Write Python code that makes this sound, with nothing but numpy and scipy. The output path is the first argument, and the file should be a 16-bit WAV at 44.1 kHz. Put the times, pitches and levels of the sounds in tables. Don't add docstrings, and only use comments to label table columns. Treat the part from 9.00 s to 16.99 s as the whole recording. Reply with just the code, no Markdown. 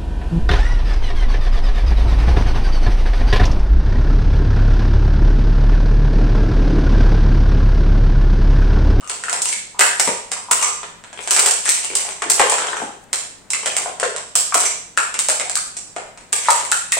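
import sys
import numpy as np
from scipy import signal
from scipy.fft import rfft, irfft
from scipy.io import wavfile
from scipy.ndimage import uniform_filter1d, minimum_filter1d

SR = 44100
rng = np.random.default_rng(int(sys.argv[2]) if len(sys.argv) > 2 else 0)


def int16_out(signal):
    q = np.round(np.clip(np.atleast_2d(signal).T, -1, 1) * 32767)
    wavfile.write(sys.argv[1], SR, q.astype(np.int16))


N = 352359


def amp(db):
    return 10 ** (np.asarray(db) / 20)


def unit(x):
    return x / np.sqrt(np.sum(x ** 2) + 1e-20)


def read(points, hz):
    f, value = np.transpose(points)
    return np.interp(np.log(hz + 1), np.log(f + 1), value)


def add(mix, s, sound):
    part = mix[:, max(round(s * SR), 0):][:, :sound.shape[-1]]
    part += sound[..., :part.shape[1]]


def panned(x, lean_db):
    return x * amp([[lean_db / 2], [-lean_db / 2]])


def coloured(x, points, size=2048):
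    log_gain = np.log(amp(read(points, abs(np.fft.fftfreq(size, 1 / SR)))))
    minimum_phase = np.exp(np.conj(signal.hilbert(log_gain)))
    taps = np.fft.ifft(minimum_phase).real
    return signal.oaconvolve(x, taps[None], axes=1)[:, :N]


def whitened(x):
    z = rfft(x)
    return irfft(z / np.sqrt(uniform_filter1d(abs(z) ** 2, size=9) + 1e-12))


# pitch_hz, level_db (relative)
AIR_SPECTRUM = [(20, -13.5), (45, -6), (75, -24), (160, -4.5), (300, -11), (700, -12), (2000, -19.5),
                (10000, -44.5), (16000, -32)]
HUM_HZ, HUM_DB, AIR_DB = 98, -64, -51


def background():
    air = coloured(rng.standard_normal((2, N)) + rng.standard_normal(N), AIR_SPECTRUM)
    hum = np.sqrt(2) * np.sin(2 * np.pi * HUM_HZ * np.arange(N) / SR)
    return panned(amp(AIR_DB) * unit(air) * np.sqrt(2 * N) + amp(HUM_DB) * hum, lean_db=4.0)


def sheet_colour(hz, width_hz=320, gain=0.61, count=6):
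    pitches = np.exp(rng.uniform(np.log(900), np.log(6000), count))
    return 1 + sum(gain / (1 + 2j * (hz - f) / width_hz) for f in pitches)


# start_s, end_s, shear_db (relative), grip_db (relative)
STROKES = [(-0.004, 0.34, -34.5, -52), (0.45, 0.54, -21.5, -73), (1.07, 1.105, -18.5, -26.5),
           (1.607, 1.688, -19, -31.5), (2.185, 2.24, -31.5, -36.5), (2.403, 2.507, -28, -33),
           (2.628, 2.847, -23.5, -66), (2.903, 3.123, -27.5, -39), (3.37, 3.58, -22.5, -31.5),
           (3.595, 3.827, -29.5, -34.5), (4.553, 4.9, -38, -41), (5.612, 5.664, -17, -31.5),
           (7.412, 7.69, -21.5, -41)]
# pitch_hz, level_db (relative)
SNAP_SPECTRUM = [(60, -48), (270, -16.5), (430, -6.5), (1000, -6.5), (2000, -2.5), (3300, -3.5),
                 (8500, -4.5), (11000, -18.5), (15500, -15.5)]
# pitch_hz, level_db (relative)
GRIP_SPECTRUM = [(100, -22), (260, -11.5), (400, 5), (900, 1.5), (3200, -5.5), (9000, -38.5)]
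CREASES_PER_S, CREASE_SPREAD_DB, LARGEST_CREASE_DB = 140, 6.5, 10
SPOTS_PER_S, SPOT_RING, LURCH_DB = 70, 2.6, 4


def crackle(strokes, colour, level_db, lean_db, fade_s=0.012, tear_s=0.00033, count=6, size=512):
    crease_db = np.minimum(CREASE_SPREAD_DB * rng.exponential(1, N), LARGEST_CREASE_DB)
    strength = amp(crease_db) * (rng.random(N) < CREASES_PER_S / SR)
    lurch = np.cumsum(rng.random(N) < SPOTS_PER_S / SR)
    spot_strength = amp(LURCH_DB * rng.uniform(-1.6, 1, N))[lurch]
    push = rng.choice([-1, 1], N) + .5 * rng.standard_normal((2, N))
    clicks = strength * spot_strength * push
    t, hz, rung = np.arange(N) / SR, np.fft.rfftfreq(size, 1 / SR), 0
    for spot in range(count):
        tear = whitened(rng.standard_normal(size) * np.exp(-t[:size] / tear_s))
        ring = unit(irfft(rfft(tear) * sheet_colour(hz, gain=SPOT_RING, count=2)))
        here = clicks * (lurch % count == spot)
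        rung = rung + signal.oaconvolve(here, ring[None], axes=1)[:, :N]
    grains = unit(coloured(rung, colour)) * np.sqrt(2 * N)
    force = sum(amp(db) * np.exp(-abs(t - np.clip(t, start, end)) / fade_s) for start, end, db in strokes)
    return panned(grains * force * amp(level_db), lean_db)


# start_s, length_s, level_db (relative), pitch_hz (at mid-creak)
CREAKS = [(0.024, 0.12, -30.5, 1290), (0.746, 0.054, -28.5, 1120), (0.859, 0.096, -19.5, 1680),
          (1.486, 0.026, -19, 1000), (1.617, 0.11, -16, 1130), (2.657, 0.048, -18.5, 1890),
          (3.602, 0.044, -15.5, 1450), (6.395, 0.12, -23.5, 730), (6.399, 0.018, -18, 2250)]
CREAK_DETUNE, CREAK_RISE = .045, .12


def creaks(slips_per_s=220, uneven=0.35, spread_db=3, width_hz=170, fade_db=-7, size=1500):
    out, t = np.zeros((2, N)), np.arange(size) / SR
    for start, length, db, hz in CREAKS:
        gaps, sizes, detunes = rng.standard_normal((3, 100))
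        when = np.r_[0, np.cumsum(np.exp(uneven * gaps) / slips_per_s)]
        for s, louder, detune in zip(when[when < length], sizes, detunes):
            progress = s / length
            pitch_hz = hz * (1 + CREAK_DETUNE * detune + CREAK_RISE * (progress - .5))
            ring = np.sin(2 * np.pi * pitch_hz * t) * np.exp(-np.pi * width_hz * t)
            ring *= 1 - np.exp(-hz * t)
            add(out, start + s, amp(db + spread_db * louder + fade_db * progress) * ring)
    return out


# start_s, level_db (relative), body_db (added below the treble)
SNAPS = [(0.0972, -11, 0.5), (0.238, -16, 1), (0.296, -10, -1), (0.329, -8, 3.5), (0.4181, -5, -32),
         (0.488, -10.5, -7.5), (0.793, -2, 3), (0.808, 1, 5), (0.997, -1, 1), (1.316, -9.5, 2.5),
         (1.5114, 1, -2.5), (1.831, -26.5, 16.5), (2.039, -32.5, 14), (2.129, -27.5, 10.5),
         (2.2745, -11.5, 2.5), (2.299, -17, -6), (2.308, -0.5, -2), (2.331, -8.5, -2), (2.349, -8.5, -3),
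         (2.364, -4.5, 3.5), (2.385, -14, 13), (2.3928, -0.5, -8), (2.46, -1, 0), (2.483, -7.5, -2),
         (2.51, -4.5, -24), (2.6557, -9, -4), (2.6774, -12, 8), (2.6912, 0, -20), (2.9522, -2.5, -21),
         (3.2206, -13.5, 11), (3.299, 1.5, -7), (3.3954, -4, 10.5), (3.497, -4.5, -22), (3.5217, -8, 5.5),
         (3.583, -14, 10), (3.67, -16, -1), (4.1307, -5.5, -0.5), (4.5041, -8.5, -9.5), (4.5336, -8.5, -2),
         (4.658, -7.5, 5.5), (4.7661, -5, -0.5), (4.999, -11.5, 2.5), (5.031, -11.5, 6), (5.1633, -14, 2.5),
         (5.354, 1, -7.5), (5.543, 0, -2), (5.6039, -5, -11), (5.9745, -5.5, 4), (6.141, -13.5, 5),
         (6.19, -3.5, -5), (6.2856, -4.5, -3.5), (6.2985, -5, -6), (6.398, -10.5, 3), (6.497, -11, -4),
         (6.555, -4.5, -10), (6.766, -13.5, -7), (6.9632, -20.5, 10.5), (7.175, -29, 7), (7.328, -3, -1.5),
         (7.4572, -19, 7), (7.504, -2, -2), (7.716, -2.5, -9.5), (7.92, -2.5, -8)]
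LEAD_IN_S, LEAD_IN_DB = .003, -20
GIVE_S, GIVE_DB, GIVE_BODY_DB = .008, -17.5, 17
FLUTTER_S = .004


def cracks():
    for (s, db, body_db), (early, late) in zip(SNAPS, rng.uniform(.5, 1.5, (len(SNAPS), 2))):
        yield s - LEAD_IN_S * early, db + LEAD_IN_DB, body_db
        yield s, db, body_db
        yield s + GIVE_S * late, db + GIVE_DB, body_db + GIVE_BODY_DB


def snaps(level_db=12, tear_s=0.00055, vary=0.86, flutter_db=-20, body_hz=2800, top_hz=10000, size=1024):
    out, t, hz = np.zeros((2, N)), np.arange(size) / SR, np.fft.rfftfreq(size, 1 / SR)
    fade = np.cos(np.pi / 2 * np.arange(size) / size)
    for s, db, body_db in cracks():
        run = t / (tear_s * np.exp(vary * rng.standard_normal()))
        shape = run * np.exp(1 - run) + amp(flutter_db) * np.exp(-t / FLUTTER_S)
        crack, slant = (whitened(burst) for burst in rng.standard_normal((2, size)) * shape)
        differ = hz / (hz + body_hz) * np.pi / 4
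        z = rfft(crack) * np.cos(differ) + rfft(slant) * np.sin(differ) * [[1], [-1]]
        body = 1 + (amp(body_db) - 1) / (1 + (hz / body_hz) ** 4)
        top = amp((db + 9) * (1 - 1 / (1 + (hz / top_hz) ** 20)))
        sound = irfft(z * body * top * sheet_colour(hz)) * fade
        add(out, s, amp(db + level_db) * sound)
    return coloured(out, SNAP_SPECTRUM)


# pitch_ratio (multiple of its pitch), level_db (relative)
PANEL_MODES = [(0.622, -9), (0.998, 5.5), (1.28, 0), (1.9, -5.5)]
SAG = .12


def flip(hz, ring_s=0.0023, sag_s=0.0022, rise_s=0.00079, size=1500):
    t = np.arange(size) / SR
    turns = np.cumsum(hz * (1 + SAG * (np.exp(-t / sag_s) - .5))) / SR
    ring = sum(amp(db) * np.sin(2 * np.pi * (turns * ratio + rng.random())) for ratio, db in PANEL_MODES)
    return ring * np.exp(-t / ring_s) * (1 - np.exp(-t / rise_s))


# start_s, level_db (relative), pitch_hz (middle of the sag)
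POPS = [(0.237, -26, 1450), (0.283, -22.5, 1400), (0.809, -23, 990), (0.811, -12, 1590),
        (1.074, -19.5, 1010), (1.076, -22.5, 150), (1.079, -20, 480), (1.365, -32, 1010),
        (1.513, -17, 1006), (2.901, -30.5, 377), (2.902, -32.5, 2360), (3.05, -33, 800), (3.22, -21.5, 910),
        (3.259, -25, 363), (3.397, -14, 856), (3.401, -12.5, 548), (3.522, -19, 900), (3.731, -27, 1570),
        (3.768, -29, 1320), (3.818, -24, 854), (3.822, -27.5, 220), (4.5335, -22, 2140),
        (4.701, -28.5, 2520), (4.859, -22, 770), (5.028, -14, 550), (5.03, -19.5, 1450),
        (5.355, -28.5, 1280), (5.523, -20, 1210), (5.543, -17.5, 1120), (5.553, -17, 720),
        (5.975, -13, 1386), (6.289, -22, 675), (6.302, -25.5, 1370), (6.567, -25.5, 1280),
        (6.964, -22.5, 670), (7.485, -9, 973), (7.72, -15.5, 1415), (7.925, -18.5, 1990), (7.969, -23, 685)]
JOLT_DB, JOLT_HZ, JOLT_OCTAVES = -26, 1017, 0.784
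NEIGHBOUR_DETUNE = .25


def buckles():
    pitches = JOLT_HZ * 2 ** (JOLT_OCTAVES * rng.uniform(-0.99, 1, len(SNAPS)))
    return POPS + [(s, db + body_db + JOLT_DB, hz) for (s, db, body_db), hz in zip(SNAPS, pitches)]


def pops(level_db=6, lean_db=3.5, rattle_db=-12, rattle_s=.03, count=3):
    out = np.zeros((2, N))
    for s, db, hz in buckles():
        add(out, s, amp(db + level_db) * flip(hz))
        for delay, detune in rng.random((count, 2)):
            neighbour = flip(hz * np.exp(NEIGHBOUR_DETUNE * (2 * detune - 1)))
            add(out, s + rattle_s * delay, amp(db + level_db + rattle_db) * (1 - delay / 2) * neighbour)
    low_cut = signal.butter(2, 320, "high", fs=SR)
    return panned(signal.lfilter(*low_cut, out), lean_db)


# pitch_hz, t60_s
ROOM_DECAY = [(150, 0.22), (500, 0.52), (1400, 0.51), (3700, 0.6), (8000, 0.52), (15000, 0.3)]
# pitch_hz, boost_db
STANDING_WAVES = [(399, 3.5), (723, 4.5), (948, 5)]
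FIRST_ECHO_S, MERGE_S = .003, .25


def room_tail(spacing_s=0.001, build_s=0.00013, size=32768):
    t = np.arange(size) / SR
    density = np.minimum(.02 + (t / MERGE_S) ** 2, 1)
    taps = rng.standard_normal((2, size)) * (rng.random((2, size)) < density) / np.sqrt(density)
    hz, when, z = signal.stft(taps, SR, nperseg=256)
    decay = amp(-60 * when / read(ROOM_DECAY, hz)[:, None])
    tail = signal.istft(z * decay, SR, nperseg=256)[1][:, :size]
    onset = 1 - np.exp(-np.maximum(t - FIRST_ECHO_S, 0) / build_s)
    a, b = rfft(tail * onset)
    hz = np.fft.rfftfreq(size, 1 / SR)
    same = np.sinc(hz * spacing_s)
    z = np.array([a, same * a + np.sqrt(1 - same ** 2) * b])
    z /= np.sqrt(uniform_filter1d(abs(z) ** 2, size=200) + 1e-12)
    standing = 1 + sum((amp(db) - 1) / (1 + 1j * (hz - f) / 6) for f, db in STANDING_WAVES)
    return irfft(z * standing)


def room(x, count=4, places_per_s=2.361):
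    place = np.arange(N) / SR * places_per_s
    wet = 0
    for k in range(count):
        away = abs((place - k + count / 2) % count - count / 2)
        share = np.cos(np.pi / 2 * np.minimum(away, 1))
        wet = wet + signal.oaconvolve((x.mean(0) * share)[None], room_tail(), axes=1)[:, :N]
    return wet


def scene():
    shear = [(start, end, db) for start, end, db, _ in STROKES]
    grip = [(start, end, db) for start, end, _, db in STROKES]
    sharp = snaps() + crackle(shear, SNAP_SPECTRUM, level_db=-16.0, lean_db=7.5)
    hollow = pops() + creaks() + crackle(grip, GRIP_SPECTRUM, level_db=-2.0, lean_db=7.5)
    echoes = amp(6.0) * room(sharp) + panned(amp(3.5) * room(hollow), lean_db=3.0)
    return sharp + hollow + echoes + background()


# resonance_hz, width_hz, gain_db (well below resonance)
PORTS = [(8787, 960, 1), (7610, 735, 1)]


def record(dry, size=14):
    hz = np.fft.rfftfreq(2 * N, 1 / SR)
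    ports = np.array([amp(db) / (1 - (hz / f) ** 2 + 1j * hz * width / f ** 2) for f, width, db in PORTS])
    x = irfft(rfft(dry, 2 * N) * ports)[:, :N]
    allowed = 1 / np.maximum(1, abs(x))
    x = x * uniform_filter1d(minimum_filter1d(allowed, size), size)
    band_limit = signal.firwin(511, 16000, window=("kaiser", 8), fs=SR)  # low-pass, Hz
    return signal.oaconvolve(x, band_limit[None], "same")


dry = scene()
out = record(dry)
int16_out(out)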